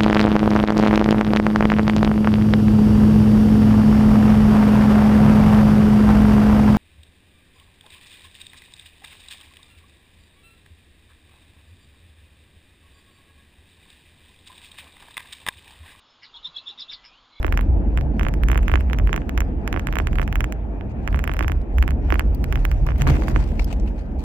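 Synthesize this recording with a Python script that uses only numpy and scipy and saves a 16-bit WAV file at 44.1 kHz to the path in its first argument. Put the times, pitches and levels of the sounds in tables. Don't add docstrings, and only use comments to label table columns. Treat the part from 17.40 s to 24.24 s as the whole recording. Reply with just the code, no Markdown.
import sys
import numpy as np
from scipy import signal
from scipy.fft import rfft, irfft, next_fast_len
from scipy.io import wavfile
from scipy.ndimage import uniform_filter1d, map_coordinates

SR = 44100
rng = np.random.default_rng(int(sys.argv[2]) if len(sys.argv) > 2 else 0)


def log_audio(samples):
    frames = np.atleast_2d(samples).T
    limited = np.clip(frames, -1, 1)
    pcm = np.round(limited * 32767).astype(np.int16)
    wavfile.write(sys.argv[1], SR, pcm)


N = 301635

# start in seconds, knock in dB,
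# crack in dB before the lift common to all cracks.
TICK_HITS = [(0.0292, -13.5, -35.5), (0.0661, -14, -35), (0.1247, -6, -32), (0.1746, -4.5, -33.5),
             (0.2104, -16, -39), (0.5748, -8.5, -34.5), (0.6111, -19.5, -44), (0.7954, -8, -37.5),
             (0.832, -12, -39), (0.8508, -13, -48), (0.8853, -12.5, -33), (0.9393, -15.5, -37.5),
             (1.0353, -9, -34.5), (1.0858, -8, -31.5), (1.1164, -6.5, -30), (1.1459, -13, -38),
             (1.1767, -6.5, -30.5), (1.2307, -20.5, -44), (1.2813, -5, -36), (1.3166, -8.5, -38),
             (1.3567, -1.5, -38), (1.408, -16.5, -40), (1.499, -16.5, -47), (1.5323, -7, -33.5),
             (1.587, -12.5, -30), (1.6737, -13, -38), (1.7297, -2.5, -32.5), (1.7624, -9, -31.5),
             (1.8184, -23.5, -65.5), (1.894, -12, -39), (1.977, -6, -31), (2.0055, -7, -28.5),
             (2.2769, -7, -32.5), (2.3278, -7, -33), (2.3955, -12.5, -37), (2.471, -6.5, -33),
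             (2.5263, -12, -39), (2.556, -8, -30.5), (2.5867, -5, -29), (2.6713, -7.5, -33.5),
             (2.7308, -17, -45), (2.7562, -17.5, -38), (2.7853, -6.5, -38), (2.8166, -10.5, -36.5),
             (2.8778, -13, -41.5), (2.927, -10.5, -36), (2.9567, -6, -32), (3.0066, -5.5, -30),
             (3.0425, -7, -32), (3.124, -14, -37), (3.41, -21, -59), (3.6764, -6.5, -33),
             (3.7281, -18, -44), (3.76, -19, -43), (3.7917, -11, -35), (3.8407, -9, -34), (3.8765, -6, -32),
             (3.9163, -13.5, -44), (3.9375, -17, -33.5), (3.9675, -15, -40), (3.992, -6, -33.5),
             (4.0266, -10.5, -36), (4.081, -7, -30.5), (4.119, -11, -37.5), (4.384, -9, -37),
             (4.426, -4.5, -29), (4.4786, -8.5, -35), (4.5074, -15.5, -37.5), (4.7043, -7, -39),
             (4.7423, -8.5, -34.5), (4.795, -1.5, -26), (5.042, -14, -32), (5.1255, -8.5, -33),
             (5.157, -9, -37.5), (5.252, -5, -31), (5.3155, -13.5, -34.5), (5.6198, -8, -27.5)]
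# start in seconds, knock in dB.
TOCK_HITS = [(0.0461, -4.5), (0.0808, -13.5), (0.141, -17), (0.192, -9), (0.2298, -27), (0.586, -16.5),
             (0.8112, -9), (0.8666, -6.5), (0.8932, -23.5), (1.1006, -8.5), (1.1306, -9.5), (1.1571, -7),
             (1.1902, -16.5), (1.297, -10), (1.339, -1), (1.3748, -16), (1.51, -20.5), (1.546, -18.5),
             (1.5984, -15), (1.6934, -12.5), (1.742, -9), (1.7776, -10.5), (1.984, -16), (2.0191, -14.5),
             (2.2846, -25), (2.342, -11), (2.3629, -8), (2.3744, -10.5), (2.4, -26), (2.487, -12.5),
             (2.5368, -16), (2.5686, -6.5), (2.6006, -6.5), (2.6855, -23), (2.7598, -21), (2.7967, -7),
             (2.8279, -13.5), (2.8869, -27), (2.9679, -22.5), (3.015, -22), (3.6854, -17), (3.7449, -8),
             (3.774, -18), (3.8001, -20.5), (3.8527, -23), (3.895, -8.5), (3.9209, -22), (3.945, -18),
             (4.0082, -4), (4.0458, -11), (4.0977, -12.5), (4.1243, -26), (4.4381, -17.5), (4.4893, -16),
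             (4.518, -23), (4.724, 0), (4.7564, -9.5), (4.8077, -12), (5.1315, -19.5), (5.1742, -19.5),
             (5.3238, -23), (5.4715, -16.5), (5.4887, -11), (5.5062, -19), (5.519, -17.5), (5.6386, -24),
             (5.6557, -24.5), (5.6691, -7.5), (5.6888, -11), (5.6991, -15.5), (5.7421, -20),
             (5.7585, -21.5), (5.7697, -16), (5.8218, -16), (5.836, -25), (5.8826, -9), (5.904, -22),
             (5.9443, -27), (5.9613, -3.5)]
BOOM_HZ = [40.13, 57.8, 79.85]
# frequency in Hz, relative level in dB per Hz.
DRONE_COLOUR = [(79, -42), (135, -6), (167, -7), (199, -1), (253, -4), (335, -6), (372, -13.5),
                (480, -16.5), (620, -32.5), (1060, -120)]
TYRE_COLOUR = [(250, -30), (420, -5.5), (472, -8), (587, -8.5), (628, -7.5), (896, -12.5), (1100, -31),
               (1430, -48.5), (2420, -120)]
SKIN_COLOUR = [(120, -55), (220, -8.5), (600, 0.5), (1200, -5.5), (2500, -8), (3600, -19.5), (6000, -50)]
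CLOTH_COLOUR = [(1470, -42.5), (2500, -9.5), (2970, -15.5), (4890, -12), (5310, -14), (8980, -21.5),
                (9500, -38), (12400, -55.5), (20900, -120)]
FIZZ_COLOUR = [(5290, -35.5), (9000, -7), (11900, -4), (15000, -4.5), (16000, -11), (16500, -40)]


def amp(db):
    return 10 ** (np.asarray(db) / 20)


def unit(x):
    return x / np.sqrt(np.mean(x ** 2) + 1e-20)


def along(points, hz):
    f, v = np.transpose(points)
    return np.interp(np.log(hz + 1), np.log(f + 1), v)


def curves(rows):
    s, *cols = np.transpose(rows)
    return [np.interp(np.arange(N) / SR, s, c) for c in cols]


def wobble(rate):
    knots = rng.standard_normal(int(N * rate / SR) + 4)
    return map_coordinates(knots, [np.arange(N) * rate / SR])


def together(*gains):
    return np.sqrt(sum(np.square(g) for g in gains))


def filtered(x, response):
    m = next_fast_len(x.shape[-1] + SR // 2)
    return irfft(rfft(x, m) * response(np.fft.rfftfreq(m, 1 / SR)), m)[..., :x.shape[-1]]


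def modes(table):
    return lambda f: sum(sign * amp(db) * 1j * f * w / (c * c - f * f + 1j * f * w)
                         for c, w, db, sign in table)


def lagging(hz):
    # frequency in Hz, radians that the left is behind the right.
    lag = [(40, .17), (130, .1), (220, 0), (700, .1), (1100, 1.2), (1900, 2.8), (5500, 3.6), (6900, 3.1),
           (9700, 1.8), (12400, .5), (14000, 0)]
    return np.exp(1j * np.outer([-.5, .5], along(lag, hz)))


def rush(spectrum, patchy_db):
    # frequency in Hz, likeness of left and right.
    alike = [(60, 0.85), (130, 0.85), (220, 0.83), (330, 0.51), (640, 0.69), (1100, 0.24), (1700, .3),
             (3000, 0.15), (6500, 0.27), (10000, .7), (13000, .88)]
    # frequency in Hz, left minus right in dB.
    lean = [(60, -1.3), (380, -1), (700, 2.5), (2400, 4.5), (8000, 4.5), (15000, -2.5)]
    z = signal.stft(rng.standard_normal((2, N)), nperseg=512)[2]
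    field = uniform_filter1d(uniform_filter1d(rng.standard_normal(z.shape[1:]), 5, 0), 8, 1)
    pair = signal.istft(z * amp(patchy_db * unit(field)), nperseg=512)[1][:, :N]

    def colour(hz):
        turn = np.arccos(np.clip(along(alike, hz), -1, 1)) / 2
        return amp(along(spectrum, hz)) * [np.cos(turn), np.sin(turn)]

    mid, side = filtered(pair, colour)
    placing = lambda hz: amp(np.outer([.5, -.5], along(lean, hz))) * lagging(hz)
    return unit(filtered(np.array([mid + side, mid - side]), placing))


def strike(seconds, db, short, long):
    share = rng.uniform(size=len(seconds))
    at = np.round(seconds * SR).astype(int)
    return sum(signal.fftconvolve(np.bincount(at, amp(db) * part, N)[None], shape, axes=1)[:, :N]
               for part, shape in ((share, short), (1 - share, long)))


def knock(table, contact_s, paths):
    through_db, dull_hz = -21, 1800
    t = np.arange(2048) / SR
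    push = np.sin(np.pi * np.clip(t / contact_s, 0, 1)) ** 2
    near = filtered(push, modes(table))
    arrivals = lambda f: sum(amp(through_db + db) * np.exp(-2j * np.pi * f * s) for s, db in paths)
    far = filtered(near, lambda f: arrivals(f) / (1 + 1j * f / dull_hz))
    return np.array([far, near]) / np.abs(near).max()


def rattle_knocks():
    # pitch in Hz, width in Hz, level in dB, signed gain on it.
    tick_modes = [(3120, 3760, 14.5, 0.94), (1296, 2600, -16.5, 1), (373, 23, -2.5, -1.24)]
    tock_modes = [(1650, 3700, 5.5, 0.97), (900, 200, -11, -1.2), (391, 58, 8.5, -0.76)]
    # delay in seconds, level in dB before the common loss.
    tick_paths = [(.00055, 5), (.0012, -7.5)]
    tock_paths = [(.00002, -10), (.0018, -3.5)]
    tick_shapes = [knock(tick_modes, contact_s, tick_paths) for contact_s in (.00046, .0005)]
    tock_shapes = [knock(tock_modes, contact_s, tock_paths) for contact_s in (.00047, .00052)]
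    tick_s, tick_db, _ = np.transpose(TICK_HITS)
    tock_s, tock_db = np.transpose(TOCK_HITS)
    return strike(tick_s, tick_db, *tick_shapes) + strike(tock_s, tock_db, *tock_shapes)


def rattle_cracks():
    # pitch in Hz, width in Hz, level in dB, signed gain on it.
    crack_modes = [(4970, 5600, 7.5, 0.54), (6270, 590, 6, 0.77), (6880, 310, -3.5, 0.73),
                   (9100, 780, -8, 0.44), (11030, 380, 0.5, 0.92), (11600, 100, 0, 0.7),
                   (13200, 690, 1.5, 1), (13800, 1100, -18, 0.95), (15600, 900, -22, 0.55)]
    # frequency in Hz, left minus right in dB.
    crack_lean = [(4000, -13.5), (6000, -5.5), (7500, 12), (9000, -2), (16000, 2)]
    grit_t60_s, lift_db = .0035, 13.0
    tick_s, _, crack_db = np.transpose(TICK_HITS)
    tock_s, tock_db = np.transpose(TOCK_HITS)
    t = np.arange(400) / SR
    clicks = np.zeros(N + len(t))
    for at, db in np.r_[np.c_[tick_s, crack_db], np.c_[tock_s, tock_db - 43]]:
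        grit = rng.standard_normal(len(t)) * amp(-60 * t / grit_t60_s)
        clicks[round(at * SR) - 4:][:len(t)] += amp(db + lift_db) * ((t == 0) + 0.35 * grit)
    ports = lambda f: amp(np.outer([.5, -.5], along(crack_lean, f))) * lagging(f)
    return filtered(clicks[:N], lambda f: modes(crack_modes)(f) * ports(f))


def shudder():
    sway_hz, start_hz, settle_s = 295, 545, .003
    sway_db, t60_s = -11, .05
    left_s, left_db = .001, -1
    rise_s = (.003, .001)
    t = np.clip(np.arange(SR // 16) / SR - np.array([[left_s], [0]]), 0, None)
    turns = sway_hz * t + (start_hz - sway_hz) * settle_s * (1 - np.exp(-t / settle_s))
    rise = 1 - np.exp(-t / np.reshape(rise_s, (2, 1)))
    fall = amp(sway_db - 60 * t / t60_s + np.array([[left_db], [0]]))
    sway = -np.cos(2 * np.pi * turns) * rise * fall
    s, db = np.transpose(TOCK_HITS)
    return strike(s, db + rng.normal(0, 1.5, len(s)), sway, sway)


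def shaking():
    shake_s = 0.11
    s, db = np.transpose([row[:2] for row in TICK_HITS + TOCK_HITS])
    energy = np.bincount(np.round(s * SR).astype(int), amp(db) ** 2, N)
    width = int(shake_s * SR)
    return unit(np.sqrt(np.abs(uniform_filter1d(uniform_filter1d(energy, width), width))))


def rustle():
    # time in seconds, rustle in dB.
    hold = [(4.9, -72), (5.2, -59), (5.5, -63), (5.75, -52), (6.05, -54.5), (6.35, -64.5), (6.7, -71.5),
            (6.84, -85)]
    # start in seconds, length in seconds, level in dB,
    # low part against it in dB, fizz against it in dB.
    rubs = [(3.495, 0.029, -63.5, 9, -24), (5.468, 0.048, -57.5, 16, -16), (5.577, 0.058, -53, 12, -12),
            (5.674, 0.039, -40.5, 12.5, -10), (5.712, 0.063, -52.5, 16.5, -10),
            (5.872, 0.048, -50.5, 6, -9), (5.95, 0.084, -50.5, 10, -45), (6.188, 0.046, -50.5, 4.5, -20),
            (6.27, 0.075, -53.5, 8, -24), (6.46, 0.033, -58, 9.5, -14), (6.578, 0.047, -61.5, 9, -20),
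            (6.785, 0.07, -57.5, -12, -15)]
    edge_s = .006
    trim_db, trim_fizz_db = -67, -82.5
    case_db, hold_fizz_db = 8.5, -12
    t, shake = np.arange(N) / SR, shaking()
    held = amp(np.interp(t, *np.transpose(hold), left=-120))
    strokes = []
    for s, length, db, low_db, fizz_db in rubs:
        window = np.clip(np.minimum(t - s, s + length - t) / edge_s + .5, 0, 1)
        strokes.append((amp(db) * window, amp(low_db), amp(fizz_db)))
    cloth = together(held, amp(trim_db) * shake, *[g for g, _, _ in strokes])
    low = together(amp(case_db) * held, amp(case_db + trim_db) * shake,
                   *[g * share for g, share, _ in strokes])
    fizz = together(amp(hold_fizz_db) * held, amp(trim_fizz_db) * shake,
                    *[g * share for g, _, share in strokes])
    grain = amp(1.5 * wobble(73) + 3.5 * wobble(400))
    return (cloth * unit(grain * rush(CLOTH_COLOUR, patchy_db=3.5))
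            + fizz * unit(grain * rush(FIZZ_COLOUR, patchy_db=-2.5))
            + low * unit(grain * rush(SKIN_COLOUR, patchy_db=2.0)))


def scuffs():
    # start in seconds, level in dB before the burst's shape,
    # low part against it in dB, high part against it in dB.
    grips = [(1.3206, -47, 15, -21), (2.6194, -45, 9, -11), (2.83, -36, 7, -18), (4.0341, -42.5, 19, -9),
             (4.2148, -49, 1, -10), (4.6886, -51.5, 14, -35), (4.9465, -39, -1, 0),
             (5.4652, -34.5, 11.5, -9.5), (5.5052, -50.5, 23, -21), (5.558, -46, 14, -17),
             (5.582, -42, -1, 1), (5.6034, -41, 10, -8), (5.61, -37, 16, -19), (5.673, -29, 13, -11),
             (5.6974, -30, 4, -17), (5.7683, -54, 13, -10), (5.8857, -34, -3, -4), (6.0392, -38, -1, -31),
             (6.1943, -29.5, 11, -14), (6.2437, -36, -13, 2), (6.3269, -29, 4.5, -15),
             (6.3981, -41, 2, -20), (6.4757, -44.5, 12, -33), (6.5902, -47, 14, -28)]
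    t60_s, rise_s = 0.021, 0.00065
    t, levels = np.arange(SR // 8) / SR, np.zeros((3, N + SR))
    slip = amp(-60 * t / t60_s) * (1 - np.exp(-t / rise_s))
    for s, db, low_db, high_db in grips:
        levels[:, round(s * SR):][:, :len(t)] += amp(db + np.array([[low_db], [0], [high_db]])) * slip
    bands = (SKIN_COLOUR, CLOTH_COLOUR, FIZZ_COLOUR)
    return sum(level[:N] * rush(band, patchy_db=-4.5) for level, band in zip(levels, bands))


def grab():
    start_s, rise_s, fall_after_s, t60_s = 5.61, 0.059, 0.14, 2.04
    low_db, mid_db = -25.5, -36
    t = np.arange(N) / SR - start_s
    grip = np.clip(t / rise_s, 0, 1) * amp(-60 * np.clip(t - fall_after_s, 0, None) / t60_s)
    low = amp(low_db) * rush(DRONE_COLOUR, patchy_db=1.0)
    mid = amp(mid_db) * rush(TYRE_COLOUR, patchy_db=0.5)
    return grip * amp(1.5 * wobble(40)) * (low + mid)


def swell(top_s, rise_s, fall_s):
    t = np.arange(N) / SR - top_s
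    return np.exp(-.5 * (t / np.where(t < 0, rise_s, fall_s)) ** 2)


def mode_levels():
    # time in seconds, level in dB.
    rough = [(0, -20.5), (.45, -25.5), (1.2, -22.5), (1.8, -28.5), (2.2, -27.5), (2.8, -24), (3.4, -30),
             (3.9, -25.5), (4.2, -25), (4.28, -36), (4.36, -24.5), (5, -24), (5.8, -21), (6.15, -25),
             (6.5, -26.5), (6.84, -31.5)]
    # top in seconds, level in dB, pitch in Hz that it favours.
    bump_rows = [(0.07, -22, 41.6), (0.08, -46, 150), (0.33, -19, 59.3), (0.35, -32, 150), (0.54, -25, 59),
                 (0.66, -23, 55), (0.88, -28.5, 150), (1.07, -21, 56.3), (1.36, -16, 59), (1.59, -23, 95.5),
                 (1.64, -16.5, 39), (1.99, -19, 46.3), (2.98, -21.5, 41.6), (3.73, -21.5, 45.2),
                 (3.75, -18, 81), (4.03, -20, 59.7), (4.08, -20.5, 91), (4.14, -21.5, 42),
                 (4.41, -15, 49.4), (4.49, -26, 77), (4.56, -26.5, 59), (4.71, -20.5, 50.6),
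                 (4.83, -21.5, 45.2), (5.11, -23, 57.6), (5.43, -22, 47), (5.66, -16.5, 150),
                 (5.71, -10.5, 91.5), (5.97, -25.5, 150), (5.98, -15, 48.6), (6.22, -16, 49.6)]
    share_db = [-1.5, -1.5, -7.5, -10]
    panel_hz = 129.6
    wander_db = 3
    narrow_db = 41
    rough_db, = curves(rough)
    hz = np.array(BOOM_HZ + [panel_hz])
    steady = np.array([amp(rough_db + db + wander_db * wobble(9)) for db in share_db])
    bumps = []
    for s, db, pitch in bump_rows:
        mode_gain = amp(db - narrow_db * np.log2(hz / pitch) ** 2)
        bumps.append(np.outer(mode_gain, swell(s, rise_s=0.037, fall_s=0.047)))
    return together(steady, *bumps)


def body():
    # frequency in Hz, relative level in dB per Hz.
    rumble_colour = [(11, -35), (20, -12.5), (30, 0), (40, -1), (54, 1.5), (73, 5.5), (110, -13),
                     (140, -35), (240, -120)]
    panel_colour = [(60, -120), (85, -21.5), (100, -3.5), (130, 0.5), (150, -2), (175, -27.5), (260, -120)]
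    rumble_db = -6.5
    *levels, panel = mode_levels()
    booms = 0
    for hz, level in zip(BOOM_HZ, levels):
        pitch = hz * (1 + 0.0902 * wobble(12))
        tone = np.sqrt(2) * np.sin(2 * np.pi * np.cumsum(pitch) / SR)
        booms = booms + level * tone * amp(1.4 * wobble(16))
    placed = amp(-0.5) * filtered(booms, lagging) * amp([[-.4], [.4]])
    rumble = amp(rumble_db) * together(*levels) * rush(rumble_colour, patchy_db=-0.5)
    return placed + rumble + panel * rush(panel_colour, patchy_db=-0.5)


def drone_and_tyres():
    # time in seconds, drone in dB before the unsteadiness.
    drone_rows = [(0, -31.5), (1.1, -30.5), (2.2, -33), (2.7, -31.5), (3.4, -34), (4.3, -33.5),
                  (4.65, -31.5), (5.1, -33.5), (6.84, -34)]
    tyre_mean_db, tyre_follows = -41.5, 0.65
    drone_db, = curves(drone_rows)
    tyre_db = tyre_mean_db + tyre_follows * (drone_db - drone_db.mean())
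    shake = wobble(9)
    drone = amp(drone_db + 0.86 * shake) * rush(DRONE_COLOUR, patchy_db=2.0)
    tyres = amp(tyre_db + .8 * shake + 0.2 * wobble(15)) * rush(TYRE_COLOUR, patchy_db=1.5)
    return drone + tyres


def air_and_buzz():
    # frequency in Hz, relative level in dB per Hz.
    air_colour = [(560, -33.5), (950, -3.5), (1190, -5.5), (1500, -7), (1780, -6.5), (2170, -13),
                  (2410, -10), (2830, -17.5), (5000, -41.5), (6500, -64), (11000, -120)]
    air_db, buzz_db = -52.5, -54.5
    shade_s, shade_db = 6.05, -2
    shade = shade_db * np.clip(10 * (np.arange(N) / SR - shade_s), 0, 1)
    level = together(amp(air_db + shade), amp(buzz_db) * shaking())
    return level * amp(0.59 * wobble(33)) * rush(air_colour, patchy_db=2.0)


def cabin(x):
    # frequency in Hz, time in seconds to fall by 60 dB.
    decay = [(500, 0.09), (3000, 0.052), (12000, 0.0068)]
    hz, t, z = signal.stft(rng.standard_normal((2, SR // 8)), SR, nperseg=128)
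    tail = signal.istft(z * amp(-60 * t / along(decay, hz)[:, None]), SR, nperseg=128)[1]
    late = np.pad(x, (90, 0))[None]
    return signal.fftconvolve(late, tail / np.linalg.norm(tail[0]), axes=1)[:, :N]


def hiss():
    # frequency in Hz, relative level in dB per Hz.
    hiss_colour = [(2000, -35), (3500, -11), (6000, -2), (9000, -14), (12000, -11), (16500, -11)]
    return amp(-77.0) * rush(hiss_colour, patchy_db=1.0)


def scene():
    knocks, cracks = rattle_knocks(), rattle_cracks()
    echo = cabin(amp(-25) * knocks[1] + amp(-15) * cracks[0])
    phone = knocks + cracks + shudder() + rustle() + scuffs() + grab()
    car = body() + drone_and_tyres() + air_and_buzz() + echo
    return phone + car + hiss()


def record(dry):
    top_hz = 16700
    rounded = dry / (1 + np.abs(dry / .95) ** 6) ** (1 / 6)
    return filtered(rounded, lambda hz: 1 / (1 + (hz / top_hz) ** 400))


dry = scene()
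out = record(dry)
log_audio(out)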